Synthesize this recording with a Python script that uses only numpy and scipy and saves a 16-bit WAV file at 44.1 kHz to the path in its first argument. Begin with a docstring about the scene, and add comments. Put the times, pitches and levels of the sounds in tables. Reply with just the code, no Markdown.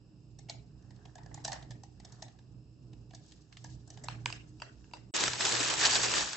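"""Plastic film ticks and rustles under gloves as a plate of soft cream leans on a glass lined with a bag.
Each snap sounds the hollow of the glass; then a spoon knocks on the plate, its ring damped by the cream.
After a brief silence the bag is gathered and twisted shut close to the microphone, in a dense crackle
of tiny creases, pinging patches and loud folds. A kitchen appliance hums underneath,
and the hard walls answer every tick, knock and fold."""
import sys
import numpy as np
from scipy import signal
from scipy.fft import rfft, irfft, next_fast_len
from scipy.io import wavfile
from scipy.ndimage import uniform_filter1d, map_coordinates

SR = 44100
rng = np.random.default_rng(int(sys.argv[2]) if len(sys.argv) > 2 else 0)


def wrap_up_sound(samples):
    """Save the sound to the file named by the first command line argument, as 16-bit audio."""
    columns = np.atleast_2d(samples).T
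    # keep every value between -1 and 1, then stretch to whole-number steps
    tamed = np.clip(columns, -1, 1)
    steps = np.round(tamed * 32767).astype(np.int16)
    wavfile.write(sys.argv[1], SR, steps)


N = 280520


def amp(db):
    return 10 ** (np.asarray(db) / 20)


def unit(x):
    return x / np.sqrt(np.mean(x ** 2) + 1e-20)


def along(points, hz):
    """Read (Hz, value) points on a log frequency axis."""
    f, v = np.transpose(points)
    return np.interp(np.log(hz + 1), np.log(f + 1), v)


def curves(rows):
    """One value per sample for each column after the time."""
    times, *columns = np.transpose(rows)
    return [np.interp(np.arange(N) / SR, times, column) for column in columns]


def wobble(rate):
    """A smooth random curve, rate knots a second."""
    return map_coordinates(rng.standard_normal(int(N * rate / SR) + 4), [np.arange(N) * rate / SR])


def filtered(x, response):
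    """Filter x with a complex response of frequency."""
    m = next_fast_len(x.shape[-1] + 4096)
    return irfft(rfft(x, m) * response(np.fft.rfftfreq(m, 1 / SR)), m)[..., :x.shape[-1]]


def mode(f, hz, width_hz):
    """One causal resonance."""
    return 1j * f * width_hz / (hz * hz - f * f + 1j * f * width_hz)


# Width of the room tone. Each row: frequency in Hz, left-right likeness (1 is mono).
ROOM_LIKENESS = [(60, 1), (150, 0.92), (400, 0.74), (2000, 0.25), (8000, 0.17)]
# Its balance. Each row: frequency in Hz, left over right in dB.
ROOM_BALANCE = [(60, -8.5), (300, -1.5), (1000, -5), (8000, -0.5)]
def room_noise(gain):
    """Stereo noise of rms 1, coloured by gain; narrow in the bass, wide in the treble."""
    turn = lambda f: np.arccos(np.clip(along(ROOM_LIKENESS, f), -1, 1)) / 2
    noise = rng.standard_normal((2, N))
    mid, side = filtered(noise, lambda f: gain(f) * [np.cos(turn(f)), np.sin(turn(f))])
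    lean = lambda f: amp(along(ROOM_BALANCE, f) * [[.5], [-.5]])
    return unit(filtered(np.array([mid + side, mid - side]), lean))


# The hum swells and sinks. Each row: time in seconds, relative level in dB.
HUM_SWELLS = [(0.0, -70), (0.51, -56), (1.15, -63), (1.5, -48.5), (1.56, -59.5), (1.75, -47), (1.91, -62.5),
              (2.27, -54.5), (2.34, -73), (2.55, -55), (2.76, -68.5), (2.87, -52), (3.52, -71.5),
              (3.74, -46.5), (3.86, -63), (4.13, -47), (4.87, -64), (5.28, -49.5), (5.42, -61.5),
              (5.45, -53.5), (6.09, -55), (6.36, -67.5)]
# Fuzzy tones, then hiss bands. Each row: centre in Hz, width in Hz, relative level in dB.
DRONE_BANDS = [(59, 10, -6), (90, 8.2, -12), (120, 10, -7.5), (150, 17, -9), (188.5, 9.1, -14),
               (248, 6.3, -18.5), (308.9, 16.7, -12.5), (415, 6.8, -17.5)]
HISS_BANDS = [(1570, 800, -12), (2720, 400, -1), (4000, 1200, -11), (5120, 490, 2), (7640, 1300, -7)]
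# Colour of the rumble. Each row: frequency in Hz, relative level in dB.
RUMBLE_EQ = [(18, -58), (30, -20.5), (86, -17), (123, -3.5), (147, -13.5), (302, -16.5), (373, -20.5),
             (418, -24.5), (1500, -45), (1950, -90.5), (3300, -120)]
def kitchen_hum(hum_hz=120.5, waver_rad=1.41):
    """An appliance's wavering hum; fuzzy tones and rumble partly swell with it, over a steady hiss."""
    def bands(rows):
        return room_noise(lambda f: sum(amp(db) * np.abs(mode(f, hz, w)) ** 2 for hz, w, db in rows))

    tones, hiss = bands(DRONE_BANDS), bands(HISS_BANDS)
    level_db, = curves(HUM_SWELLS)
    phase = 2 * np.pi * hum_hz * np.arange(N) / SR + waver_rad * wobble(7.9)
    hum = amp(level_db) * np.sin(phase) * amp([[0.4], [4.9]])  # louder on the right
    swell_db = 0.4 * (level_db - level_db.mean())
    rumble = amp(swell_db - 58.5 + 1.2 * wobble(6.3)) * room_noise(lambda f: amp(along(RUMBLE_EQ, f)))
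    return hum + amp(-56 + swell_db) * tones + rumble + amp(-77.5) * hiss


# Sizes of crease, large to small. Each row: centre in Hz, width in Hz.
CREASE_SIZES = [(700, 400), (1200, 450), (1700, 450), (2500, 550), (3100, 550), (3800, 600), (4600, 600),
                (5500, 700), (6300, 700), (7100, 700), (7700, 600)]
def creases(count, sizes, rate, spread_db, clump_db, alike=0.56):
    """Tiny snaps of film: each size of crease has its own colour and timing, all share the clumps."""
    clumps = clump_db * wobble(60)[:count]
    t = np.arange(SR // 20) / SR
    fade = amp(-120 * t / .014) + .04 * amp(-120 * t / .1)  # power of a snap and its near echoes
    out = 0
    for hz, width in sizes:
        fires = rng.random(count) < rate / SR
        snap_db = spread_db * np.minimum(rng.exponential(size=count), 3.5) + clumps
        envelope = np.sqrt(np.abs(signal.fftconvolve(fires * amp(2 * snap_db), fade)[:count]))
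        both, each = rng.standard_normal(count), rng.standard_normal((2, count))
        noise = alike * both + np.sqrt(1 - alike ** 2) * each
        out = out + filtered(noise * envelope, lambda f: mode(f, hz, width)) / np.sqrt(width)
    return unit(out)


# The lined glass: its air, then its rim. Each row: pitch in Hz, width in Hz.
GLASS_MODES = [(760, 300), (1750, 260)]
# Handling the plate. Each row: time in seconds, brushing level in dB, glass level in dB.
RUSTLE_LEVELS = [(0.0, -89, -82), (0.34, -82.5, -92), (1.05, -76.5, -71.5), (1.27, -82, -69),
                 (1.47, -62.5, -68), (1.54, -71, -48.5), (1.8, -79, -96), (2.03, -77, -73),
                 (2.18, -69, -66), (2.6, -86.5, -91.5), (3.16, -77, -83), (3.29, -62.5, -80),
                 (3.49, -74.5, -78), (3.72, -61.5, -80), (3.82, -74, -82), (4.06, -70, -62),
                 (4.21, -72.5, -73), (4.67, -72.5, -86), (4.9, -73.5, -73.5), (5.11, -81, -86)]
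def glove_rustle(end_s):
    """Gloves and film brush faintly; the large creases sound the glass."""
    last = round(end_s * SR)
    brush_db, glass_db = curves(RUSTLE_LEVELS)
    fine = creases(last, CREASE_SIZES[2:], rate=360, spread_db=2.5, clump_db=3.0, alike=0.15)
    brush = filtered(fine, lambda f: mode(f, 5540, 6000) ** 2)
    large = creases(last, CREASE_SIZES[:3], rate=220, spread_db=1.5, clump_db=2.5, alike=0.49)
    glass = filtered(large, lambda f: 2.3 * mode(f, *GLASS_MODES[0]) - 1.6 * mode(f, *GLASS_MODES[1]))
    rustle = amp(brush_db[:last]) * unit(brush) + amp(glass_db[:last]) * unit(glass)
    return np.pad(rustle, ((0, 0), (0, N - last)))


def add_snap(out, start, db, length, near, far, pan_db, wet_db, rise, push, alike=0.75):
    """Mix in a ragged noise burst, coloured by near; the walls answer it in the far colour."""
    t = np.arange(SR // 24) / SR
    both, each = rng.standard_normal(len(t)), rng.standard_normal((2, len(t)))
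    stutter = amp(3.0 * np.interp(t, np.arange(64) / 900, rng.standard_normal(64)))
    envelope = (1 - np.exp(-t / (rise * length))) ** 2 * amp(-60 * t / length)
    raw = (alike * both + np.sqrt(1 - alike ** 2) * each) * stutter * envelope
    raw[:, np.argmax(envelope)] += push * np.linalg.norm(raw[0])  # a hard contact is one clean push
    burst = filtered(raw, near)
    burst *= amp(db) * np.sqrt(0.021 * length * SR) / np.linalg.norm(burst.mean(0))  # peaks near db
    send = filtered(raw, far)
    send *= np.linalg.norm(burst) / np.linalg.norm(send)
    panned = burst * amp(pan_db * np.array([[.5], [-.5]]))
    sound = np.pad(panned, ((0, 0), (0, SR // 3))) + amp(wet_db) * walls(send)
    at = round((start - 0.3034 * rise * length) * SR)
    out[:, at:at + sound.shape[1]] += sound


# Each row: start in seconds, rough peak in dB, glass hollow over the snap in dB, ping in Hz.
FILM_TICKS = [(0.388, -41, 1, 6300), (0.487, -41, 10, 2450), (0.496, -26, 6.5, 4440), (0.823, -59, 1, 5230),
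              (0.906, -48.5, 17, 5100), (0.962, -56, 10, 4540), (1.053, -42, 16.5, 2870),
              (1.154, -39, 13, 6060), (1.181, -41, 19, 3800), (1.232, -50, 14, 5500),
              (1.259, -43, 17, 4850), (1.313, -46, 33, 2580), (1.343, -33, 7, 6800),
              (1.374, -37.5, 24, 7000), (1.441, -39, 11, 5040), (1.448, -21, 9.5, 5770),
              (1.456, -36, 17, 5300), (1.478, -24.5, 13.5, 5660), (1.518, -27, 13, 4370),
              (1.528, -26.5, 14.5, 6340), (1.534, -32.5, 17, 4300), (1.561, -47, 10, 2000),
              (1.625, -42.5, 8, 3800), (1.707, -37.5, 11.5, 5000), (1.716, -44.5, 13, 3280),
              (1.834, -38.5, 8.5, 5840), (1.999, -44, 10, 4660), (2.048, -38, 6, 5550),
              (2.121, -42, 7.5, 6040), (2.222, -30, 9.5, 5400), (2.28, -46, 11, 3820),
              (2.388, -51, 16, 3660), (2.931, -50, 10, 3700), (3.107, -47, 14, 2840),
              (3.134, -42, 21, 4450), (3.147, -38, 2, 5900), (3.32, -44.5, -4, 4230),
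              (3.525, -44, -4, 2820), (3.569, -39, -5, 2530), (3.642, -34.5, 11, 5900),
              (3.875, -44.5, 6, 7240), (3.902, -37, 6.5, 5800), (3.973, -41.5, 10, 3560),
              (4.038, -30, 7, 7600)]
def film_ticks():
    """Film snaps against plate and glass with a bright ping, sounding the glass's hollow and rim."""
    out = np.zeros((2, N + SR))
    for start, db, hollow_db, hz in FILM_TICKS:
        rim_db = hollow_db - 7 + 2.5 * rng.standard_normal()
        detune = np.exp(.05 * rng.standard_normal(2))  # the loose film shifts the glass's pitch
        hollow = lambda f: amp(hollow_db) * mode(f * detune[0], *GLASS_MODES[0]) ** 2
        rim = lambda f: amp(rim_db) * mode(f * detune[1], *GLASS_MODES[1]) ** 2
        glass = lambda f: hollow(f) - rim(f)
        near = lambda f: mode(f, hz, 5800) ** 2 + 0.86 * mode(f, hz, 370) + glass(f)
        far = lambda f: mode(f, hz, 7800) + 1.15 * glass(f)
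        add_snap(out, start, db, .0214, near, far, pan_db=-1.5, wet_db=-5.5, rise=.2, push=0.32)
    return out[:, :N]


# The kitchen's reverb. Each row: frequency in Hz, seconds to fall 60 dB.
WALL_DECAY = [(300, 0.38), (2000, 0.37), (8000, 0.24)]
def walls(x):
    """The hard walls answer; each frequency dies at its own speed, in uneven patches."""
    hz, t, noise = signal.stft(rng.standard_normal((2, SR // 3)), SR, nperseg=256)
    patches = uniform_filter1d(rng.standard_normal(noise.shape[1:]), size=4, axis=0)
    patches = unit(uniform_filter1d(patches, size=5, axis=1))
    decay = amp(3.2 * patches - 60 * t / along(WALL_DECAY, hz)[:, None])
    tail = signal.istft(noise * decay, SR, nperseg=256)[1]
    tail = np.pad(tail, ((0, 0), (130, 0)))[:, :SR // 3 + 1]  # 3 ms of pre-delay
    return signal.fftconvolve(x, tail / np.linalg.norm(tail[0]), axes=1)


# The plate's ring. Each row: pitch in Hz, base width in Hz, relative level in dB.
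PLATE_MODES = [(675, 140, -7), (964, 85, 2), (1570, 300, -9), (2220, 150, -9), (2700, 85, 0),
               (3250, 350, -11), (4780, 110, -3), (6400, 700, -18)]
# Each row: start in seconds, rough peak in dB, low and high ring boosts in dB, ping in Hz,
# damping as a factor on the mode widths.
SPOON_KNOCKS = [(4.084, -19.5, 9, 7, 4260, 2.2), (4.258, -13, 4, 7, 6240, 2.2),
                (4.301, -27, 12, 12, 3050, 1.6), (4.325, -23, 5, 9, 2640, 1.6), (4.6, -37, 5, 4, 2480, 1.4),
                (4.619, -23, 11, 9, 2400, 1.5), (4.842, -48, 14, 18, 2070, 1.5),
                (4.912, -46, 10, 3, 2620, 1.2), (4.935, -25.5, 14, 16, 2700, 0.8),
                (4.969, -42, 9, 10.5, 1700, 1.2)]
def spoon_knocks():
    """The spoon cracks on the cream-damped plate; each knock has its own low and high ring and damping."""
    out = np.zeros((2, N + SR))
    for start, db, low_db, high_db, hz, damping in SPOON_KNOCKS:
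        mode_db = [level + (low_db if pitch < 1250 else high_db) for pitch, _, level in PLATE_MODES]
        gains = amp(mode_db + rng.normal(0, 2, len(PLATE_MODES)))
        ring = lambda f: sum((-1) ** k * gains[k] * mode(f, pitch, width * damping)
                             for k, (pitch, width, _) in enumerate(PLATE_MODES))
        near = lambda f: 0.47 * mode(f, 7900, 8100) + 0.98 * mode(f, hz, 250) + ring(f)
        low_echo = lambda f: amp(low_db - 5) * mode(f, 780, 1400)
        far = lambda f: 0.87 * mode(f, 2600, 10000) + low_echo(f) + 0.4 * near(f)
        add_snap(out, start, db, .009, near, far, pan_db=-2.5, wet_db=-5.5, rise=0.13, push=0.75)
    return out[:, :N]


# Taut patches of film. Each entry: pitch in Hz.
PATCH_PITCHES = [900, 1750, 2700, 3780, 4550, 5500, 7200, 7650]
def film_pings(count, rate, ring_s, spread_db):
    """Scattered snaps, each ringing near the pitch of one taut patch, at its own place left to right."""
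    draws = rng.random((int(count / SR * 400), 6))
    when, patch, detune, strength, pan, _ = draws[draws[:, 5] < rate / 400].T[:, :, None]
    t = np.arange(SR // 40) / SR
    hz = np.take(PATCH_PITCHES, (patch * len(PATCH_PITCHES)).astype(int)) * np.exp(.2 * (detune - .5))
    gain = amp(-spread_db * np.log(np.maximum(strength, .03)))
    envelope = amp(-60 * t / ring_s) * (1 - np.exp(-t / .0006))
    ring = gain * np.sin(2 * np.pi * hz * t) * envelope
    at = (when * count).astype(int) + np.arange(len(t))
    angle = np.pi / 4 + 0.98 * (pan - .5)
    return unit(np.array([np.bincount(at.ravel(), (ring * side).ravel(), count)[:count]
                          for side in (np.cos(angle), np.sin(angle))]))


# How hard the bag is wrung. Each row: time in seconds, level in dB.
WRINGING = [(5.14, -32), (5.26, -31.5), (5.3, -39), (5.39, -39), (5.414, -31), (5.6, -32), (5.77, -33),
            (5.82, -29), (5.86, -24), (5.885, -30), (5.96, -28), (6.0, -33), (6.05, -30), (6.1, -33),
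            (6.186, -30), (6.24, -35), (6.3, -41), (6.36, -42)]
# Colour of creasing film. Each row: frequency in Hz, relative level in dB.
FILM_EQ = [(120, -5.5), (200, -6), (405, 0.5), (489, -9.5), (600, -4.5), (1740, -0.5), (2140, -2),
           (7380, 0), (8110, -2), (8500, -34), (11000, -75.5), (18700, -120)]
# Loud folds. Each row: start in seconds, rough peak in dB, ping in Hz, length in seconds.
BAG_FOLDS = [(5.163, -19, 3400, .014), (5.204, -20, 4500, .022), (5.23, -24, 5200, .01),
             (5.2375, -12, 2950, .011), (5.278, -16, 1500, .018), (5.317, -28, 4430, .012),
             (5.333, -21, 4410, .014), (5.356, -30, 4390, .011), (5.385, -29, 2550, .012),
             (5.406, -17.5, 4230, .018), (5.451, -13.5, 3800, .016), (5.466, -21, 5500, .016),
             (5.498, -23, 5940, .014), (5.52, -18, 4640, .022), (5.549, -17, 3800, .018),
             (5.565, -23, 4500, .014), (5.604, -22, 7350, .02), (5.648, -25, 4030, .012),
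             (5.671, -22, 4360, .014), (5.683, -20, 2600, .016), (5.7, -20, 4600, .025),
             (5.738, -21, 4660, .014), (5.796, -21, 6700, .016), (5.81, -20, 6900, .025),
             (5.838, -18, 4770, .02), (5.851, -11, 4550, .025), (5.866, -15, 4600, .018),
             (5.908, -20, 7400, .025), (5.934, -18, 4820, .014), (5.953, -17, 2520, .02),
             (5.961, -14.5, 5600, .022), (5.997, -25, 2640, .012), (6.032, -16, 6550, .02),
             (6.042, -18, 2470, .022), (6.081, -22, 2600, .016), (6.117, -22, 2710, .012),
             (6.137, -17, 7650, .018), (6.15, -20.5, 5000, .012), (6.179, -19, 4970, .018),
             (6.207, -22, 4500, .012), (6.291, -33, 4400, .01), (6.331, -22, 4600, .01)]
def bag_twist(start_s, body_full_db=-33):
    """Wringing drives the bag's crackle and low body; bigger folds add louder bursts."""
    wring_db, = curves(WRINGING)
    first = round(start_s * SR)
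    sheet = lambda f: amp(along(FILM_EQ, f))
    snaps = creases(N - first, CREASE_SIZES, rate=420, spread_db=1.8, clump_db=1.1)
    pings = film_pings(N - first, rate=340, ring_s=.018, spread_db=1.6)
    crackle = amp(wring_db[first:]) * (unit(filtered(snaps, sheet)) + amp(-8) * pings)
    lumpy_noise = rng.standard_normal((2, N)) * amp(2.8 * wobble(30))
    body = unit(filtered(lumpy_noise, lambda f: mode(f, 379, 450) ** 2))
    body *= amp(-42 + 1.7 * np.minimum(wring_db - body_full_db, 0))
    thin = lambda f: sheet(f) * mode(f, 3000, 12000)  # a single fold carries little bass
    folds = np.zeros((2, N + SR))
    for start, db, hz, length in BAG_FOLDS:
        near = lambda f: 0.93 * mode(f, hz, 640) + 1.25 * thin(f)
        add_snap(folds, start, db, length, near, thin, pan_db=-0.7, wet_db=-8, rise=.16, push=.1, alike=.9)
    return np.pad(crackle + body[:, first:], ((0, 0), (first, 0))) + folds[:, :N]


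def scene(pause_s=5.11, resume_s=5.139):
    """Plate and glass, a brief silence, then the bag; the kitchen hums on both sides of the gap."""
    t = np.arange(N) / SR
    gate = uniform_filter1d(1. * ((t < pause_s) | (t > resume_s)), size=90)
    handling = kitchen_hum() + glove_rustle(pause_s) + film_ticks() + spoon_knocks()
    return gate * handling + bag_twist(resume_s)


def record(dry, narrow_hz=7300, top_hz=8050):
    """The stereo image narrows in the top treble, and a steep low-pass cuts the rest."""
    mid = (dry[0] + dry[1]) / 2
    side = filtered((dry[0] - dry[1]) / 2, lambda f: 1 / (1 + (f / narrow_hz) ** 8))
    lowpass = lambda f: amp(-np.clip((f - top_hz) / 6, 0, 22) - np.clip((f - top_hz) / 9, 0, 60))
    return filtered(np.array([mid + side, mid - side]), lowpass)


dry = scene()
out = record(dry)
wrap_up_sound(out)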